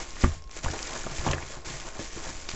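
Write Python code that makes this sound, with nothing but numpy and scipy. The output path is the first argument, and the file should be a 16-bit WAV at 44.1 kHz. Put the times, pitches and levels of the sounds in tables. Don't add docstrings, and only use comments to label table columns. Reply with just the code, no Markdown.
import sys
import numpy as np
from scipy import signal
from scipy.fft import rfft, irfft
from scipy.io import wavfile
from scipy.ndimage import uniform_filter1d

SR = 44100
rng = np.random.default_rng(int(sys.argv[2]) if len(sys.argv) > 2 else 0)


def nominal_scale(level):
    x = np.asarray(level, float) / 20
    return 10 ** x


def to_wav(s):
    ch = np.atleast_2d(s).T
    pcm = np.round(np.clip(ch, -1, 1) * 32767)
    wavfile.write(sys.argv[1], SR, pcm.astype(np.int16))


N = 112454

# f/Hz, level per Hz/dB
ROOM_TONE = [(35, -20), (60, 0), (270, -16), (400, -15.5), (850, -21), (1600, -30), (4000, -36),
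             (7800, -38), (9700, -60)]
# f/Hz, level per Hz/dB
AIR_TONE = [(4, -3), (14, 3), (30, 0), (60, -12), (120, -34.5)]
# f/Hz, level/dB
WHINE_TONES = [(1075.5, -59.5), (2150, -75)]
# f/Hz, level/dB, time to fall 60 dB t60/s
DESK_MODES = [(33, 1, .14), (56, -3, .13), (80.5, -1, .33), (102, -7, .12), (136, 0, .17), (165, -8, .1),
              (200, -6, .11), (250, -3, .11), (355, -3, .13), (458, -10, .08), (550, -9, .08)]
# t/s, strength/dB, favoured f/Hz, reach/octaves
DESK_KNOCKS = [(.2368, -15.5, 260, 0.78), (.2421, -16, 107, 1.35), (.325, -29.5, 35, 5),
               (.366, -41, 110, 0.48), (.458, -30, 33, 0.56), (.555, -53, 250, 0.53),
               (.643, -31, 112, 0.92), (.663, -26, 55.4, 4.9), (.70, -31.5, 150, 0.34), (.726, -36, 80, 0),
               (1.05, -41.5, 201, -0.51), (1.064, -36, 390, 1.5), (1.115, -32.5, 135, 0.27),
               (1.186, -26.5, 40, 1.05), (1.2, -38.5, 150, 0.72), (1.235, -27.5, 107, 0.3),
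               (1.268, -25, 179, 0.48), (1.282, -20, 135, 0.067), (1.29, -19, 38, 0.36),
               (1.302, -27, 85, 0.7), (1.345, -33, 135, 1.6), (1.43, -39, 85, -2.1), (1.57, -42, 200, 1.4),
               (1.67, -38, 101, 0.3), (1.70, -35.5, 171, 0.35), (1.74, -35.5, 140, 0.11),
               (1.993, -38, 202, 0.74), (2.162, -37.5, 235, 0.9), (2.266, -42, 80, 0.9),
               (2.29, -39, 200, 1.74), (2.349, -29, 45, 0.29), (2.536, -36.5, 150, 0.86)]
# t/s, peak level/dB, centre f/Hz, length/s
FOLD_SNAPS = [(.1067, -29, 6280, .002), (.2159, -24, 5230, .004), (.2368, -22.5, 2090, 0.0029),
              (.2398, -16.5, 1940, 0.0031), (.4224, -36.5, 5700, 0.0027), (.4402, -39, 5500, .003),
              (.4755, -41, 5800, .002), (.4943, -37, 2120, .0015), (.4945, -41, 7000, .001),
              (.5125, -32, 6230, .002), (.522, -42, 5800, 0.0046), (.531, -39.5, 2300, 0.0016),
              (.5591, -41.5, 6450, .002), (.6474, -23.5, 2600, .003), (.684, -22.5, 1690, 0.0032),
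              (.713, -26, 6200, 0.0044), (.7597, -39, 2180, 0.0022), (.790, -25, 3020, 0.005),
              (.7905, -26, 6500, 0.0029), (.8245, -24.5, 6600, 0.00096), (.8285, -17.5, 6190, 0.0013),
              (.8318, -26, 6600, .0015), (.9926, -28, 6830, .002), (1.1124, -31, 5000, 0.0041),
              (1.1847, -26.5, 2260, 0.0037), (1.1942, -29.5, 4500, 0.0027), (1.2785, -26, 7000, 0.0035),
              (1.286, -24.5, 2450, 0.0085), (1.3113, -17, 7000, 0.0023), (1.315, -20, 6650, 0.0038),
              (1.3133, -21.5, 3600, .007), (1.3332, -13, 2720, 0.00028), (1.3347, -15.5, 1830, 0.0035),
              (1.3815, -26, 1710, 0.0027), (1.4257, -28, 2390, 0.0068), (1.6177, -39, 5000, .002),
              (1.6477, -35.5, 5500, .003), (1.6866, -33, 2600, .003), (1.7799, -34, 7190, .002),
              (1.8003, -27, 5430, 0.0031), (1.888, -25, 6800, 0.0018), (1.9929, -28.5, 2020, 0.0033),
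              (2.0782, -31, 7090, 0.0023), (2.2573, -27, 6900, 0.0028), (2.2902, -30, 5660, 0.0044),
              (2.4886, -20.5, 4900, 0.0045), (2.4912, -21.5, 2650, 0.00064), (2.492, -22.5, 6600, 0.0044),
              (2.5025, -29, 6000, 0.0045), (2.515, -28, 3600, .003)]
# t/s, peak level/dB, centre f/Hz, length/s
CELL_TAPS = [(0.167, -32.5, 1860, 0.0034), (0.2415, -16, 1115, 0.0068), (0.25, -27, 1950, .003),
             (0.266, -31, 1600, .004), (0.566, -32.5, 536, 0.0045), (.633, -38, 900, 0.0036),
             (0.661, -21.5, 1130, 0.0021), (0.669, -26, 900, 0.0031), (0.734, -27.5, 680, 0.0072),
             (1.040, -30, 1510, 0.0046), (1.0668, -22.5, 610, .0015), (1.0683, -29.5, 1200, 0.0044),
             (1.2649, -15, 990, 0.0022), (1.268, -23, 1520, 0.0031), (1.2752, -18, 900, 0.0035),
             (1.279, -21, 1130, 0.0034), (1.301, -24, 1000, 0.0065), (1.31, -20.5, 1150, 0.0043),
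             (1.3174, -30, 910, .004), (1.34, -29, 1900, 0.01), (1.503, -37, 560, 0.009),
             (1.739, -36, 564, .006), (1.9924, -30, 560, 0.01), (2.004, -30, 480, 0.023),
             (2.171, -31, 398, .016), (2.545, -32, 500, 0.0033)]
# f/Hz, level per Hz/dB
SCUFF_TONE = [(60, -40), (120, -19), (260, -14), (370, -6), (550, -3), (900, -5), (1800, -10), (3500, -35)]
# f/Hz, level per Hz/dB
FILM_TONE = [(400, -4), (800, -14), (2100, -4), (3000, -6), (4200, -6.5), (5300, -2.5), (7700, 1.5),
             (9800, -12)]
# t/s, crinkle level/dB, pressure on the desk/dB
PULL_MOVES = [
    (0, -38.5, -0.5),
    (0.06, -47.5, -5),
    (.16, -43, -13),
    (0.22, -38.5, -14),
    (0.244, -36.5, 0.5),
    (0.281, -46, 1.5),
    (0.354, -45, -4),
    (.385, -58.5, -20),
    (0.448, -88.5, -7),
]
REACH_MOVES = [
    (0.497, -82, 0),
    (0.509, -51, -5),
    (0.583, -41, -8.5),
    (0.62, -54, -4.5),
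]
LIFT_MOVES = [
    (0.637, -38, -1),
    (0.678, -38, -1),
    (0.791, -41, -1.5),
    (0.878, -39.5, -5.5),
    (.96, -37.5, -4),
    (1.041, -42.5, -6.5),
    (1.09, -43, -0.5),
    (1.151, -38.5, -7),
]
FLIP_MOVES = [
    (1.185, -37.5, -6.5),
    (1.25, -36.5, 0),
    (1.3, -39.5, 5.5),
    (1.335, -39.5, 0.5),
    (1.357, -47, 5.5),
    (1.449, -43, -2.5),
    (1.55, -43, -4.5),
    (1.596, -50, -3.5),
    (1.64, -66, 10),
]
GRASP_MOVES = [
    (1.652, -44, -4),
    (1.689, -40, -4),
    (1.80, -43.5, -4.5),
    (1.883, -43.5, -2.5),
    (1.909, -48, -4),
    (1.98, -45.5, 0),
    (1.997, -37.5, -8),
    (2.048, -43, -5.5),
    (2.119, -48, -13),
]
UNFOLD_MOVES = [
    (2.169, -44.5, -1),
    (2.221, -43, -2),
    (2.261, -40.5, -2),
    (2.298, -38.5, -8.5),
    (2.321, -44, -6),
    (2.432, -45, -9),
    (2.48, -47, 0.5),
    (2.5, -41, -19),
    (2.55, -43.5, 3),
]

ROOM_DB, AIR_DB, AIR_GUST_DB = -54, -42, -0.5
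AIR_FOLLOWS = .2
CONTACT_CYCLES, DRAG_DB = 0.39, -44
SNAP_WIDTH, SNAP_CLICK, SNAP_EDGE_DB = 1.2, 0.5, -8
SCUFFS_PER_S, SCUFF_SPREAD_DB, SCUFF_FLICKER_DB = 770, 2.5, 1.5
CREASES_PER_S, CREASE_SPREAD_DB, CREASE_TAIL_S, FILM_FLICKER_DB = 2200, 3.4, .0009, 1.5
LARGEST_TICK = 2.6
ECHO_DB, ECHO_T60_S = -11, .15
TOP_HZ, OFFSET = 7800, -.0058


def colour(x, points):
    hz, db = np.array(points, float).T
    size = 2 ** 14
    log_hz = np.log(np.fft.rfftfreq(size, 1 / SR) + 1)
    log_gain = np.interp(log_hz, np.log(hz), db) * np.log(10) / 20
    cepstrum = irfft(log_gain)
    cepstrum[1:size // 2] *= 2
    cepstrum[size // 2 + 1:] = 0
    response = irfft(np.exp(rfft(cepstrum)))[:size // 2]
    y = signal.fftconvolve(x, response)[:N]
    return y / np.std(y)


def ring(x, hz, t60):
    decay = np.log(1000) / (max(t60, 1e-4) * SR)
    pole = np.exp(2j * np.pi * hz / SR - decay)
    return signal.lfilter([1], [1, -pole], x).imag


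def walk(rate):
    hold = int(SR / rate)
    steps = np.repeat(rng.standard_normal(N // hold + 1), hold)
    smooth = uniform_filter1d(uniform_filter1d(steps, hold), hold)[:N]
    return smooth / np.std(smooth)


def room_hush():
    return nominal_scale(ROOM_DB) * colour(rng.standard_normal(N), ROOM_TONE)


def electronic_whine():
    t = np.arange(N) / SR
    out = 0
    for hz, db in WHINE_TONES:
        level = nominal_scale(db + 3 + 1.2 * walk(40))
        out = out + level * np.sin(2 * np.pi * hz * t + .4 * walk(8))
    return out


def stirred_air(level_db):
    gusts_db = AIR_GUST_DB * walk(3.2)
    follow_db = AIR_FOLLOWS * (level_db - level_db.mean())
    return colour(rng.standard_normal(N), AIR_TONE) * nominal_scale(AIR_DB + gusts_db + follow_db)


def desk_boom(scuff):
    out = 0
    for hz, mode_db, t60 in DESK_MODES:
        force = np.append(nominal_scale(DRAG_DB) * scuff, np.zeros(SR))
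        for j, (at, db, spot_hz, reach) in enumerate(DESK_KNOCKS):
            push = np.hanning(int(CONTACT_CYCLES * SR / spot_hz) + 3)
            octaves = np.log2(hz / spot_hz)
            strength = nominal_scale(db - 4 * (octaves / reach) ** 2)
            i = int(at * SR)
            force[i:i + len(push)] += (-1) ** j * strength * push / push.sum()
        out = out + nominal_scale(mode_db) * ring(force[:N], hz, t60)
    return out


def swarm(per_s, spread_db, tail_s, lo_hz, hi_hz, count=24):
    draw = rng.random((3, N))
    happens = draw[0] < per_s / SR
    size = np.minimum(-np.log(draw[1] + 1e-9), LARGEST_TICK)
    ticks = happens * nominal_scale(spread_db * size) * np.sign(draw[2] - .5)
    t = np.arange(768) / SR
    lengths = max(tail_s, 1e-4) * 2 ** rng.uniform(-0.31, 1, (count, 1))
    tails = rng.standard_normal((count, 768)) * np.exp(-t / lengths)
    kind = rng.integers(0, count, N)
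    out = 0
    for k, (tail, hz) in enumerate(zip(tails, np.geomspace(lo_hz, hi_hz, count))):
        pitched = ring(tail, hz, 2.17 / hz)
        rattle = .5 * tail / np.linalg.norm(tail)
        rattle = rattle + np.sqrt(hz / hi_hz) * 0.37 * pitched / np.linalg.norm(pitched)
        out = out + signal.oaconvolve(ticks * (kind == k), rattle)[:N]
    return out


def sheet_scuff(press_db):
    rubs = swarm(SCUFFS_PER_S, SCUFF_SPREAD_DB, 0.00551, 147, 2270)
    return colour(rubs, SCUFF_TONE) * nominal_scale(SCUFF_FLICKER_DB * walk(24.93) + press_db)


def snaps_and_taps():
    events = FOLD_SNAPS + CELL_TAPS
    out = np.zeros(N + 2048)
    t = np.arange(2048) / SR
    for (at, db, hz, length), hiss in zip(events, rng.standard_normal((len(events), 2048))):
        push = hiss * (t < 2 * length) * np.exp(-2 * t / length) * 0.35
        push[0] += SNAP_CLICK * 3
        burst = ring(push, hz, 8.3 / (SNAP_WIDTH * hz))
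        burst = ring(burst, hz, 0.58 / (SNAP_WIDTH * hz))
        edge = ring(push, hz, 0.67 / hz)
        shape = burst / np.abs(burst).max() + nominal_scale(SNAP_EDGE_DB) * edge / np.abs(edge).max()
        i = int(at * SR)
        out[i:i + 2048] += nominal_scale(db) * shape
    return out[:N]


def film_crinkle():
    creases = swarm(CREASES_PER_S, CREASE_SPREAD_DB, CREASE_TAIL_S, 1400, 7800)
    return colour(creases, FILM_TONE) * nominal_scale(FILM_FLICKER_DB * walk(39.99))


def room_echo(near):
    t = np.arange(SR // 4) / SR
    echo = rng.standard_normal(len(t)) * nominal_scale(-60 * t / ECHO_T60_S) * (t > .002)
    echo = echo / np.sqrt(np.sum(echo ** 2))
    return nominal_scale(ECHO_DB) * signal.fftconvolve(near, echo)[:N]


def scene():
    moves = PULL_MOVES + REACH_MOVES + LIFT_MOVES + FLIP_MOVES + GRASP_MOVES + UNFOLD_MOVES
    at, level, press = np.array(moves, float).T
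    t = np.arange(N) / SR
    level_db = np.interp(t, at, level)
    press_db = np.interp(t, at, press)
    background = room_hush() + stirred_air(level_db) + electronic_whine()
    scuff = nominal_scale(level_db) * sheet_scuff(press_db)
    film = nominal_scale(level_db) * film_crinkle()
    near = film + scuff + snaps_and_taps()
    return (near + room_echo(near) + desk_boom(scuff) + background)[None]


def top_cut(x):
    return signal.sosfilt(signal.butter(12, 8650, fs=SR, output="sos"), x)


def record(dry):
    low_pass = signal.cheby2(14, 62, TOP_HZ * 1.1, fs=SR, output="sos")
    mix = signal.sosfilt(low_pass, dry) + OFFSET
    return top_cut(mix)


dry = scene()
out = record(dry)
to_wav(out)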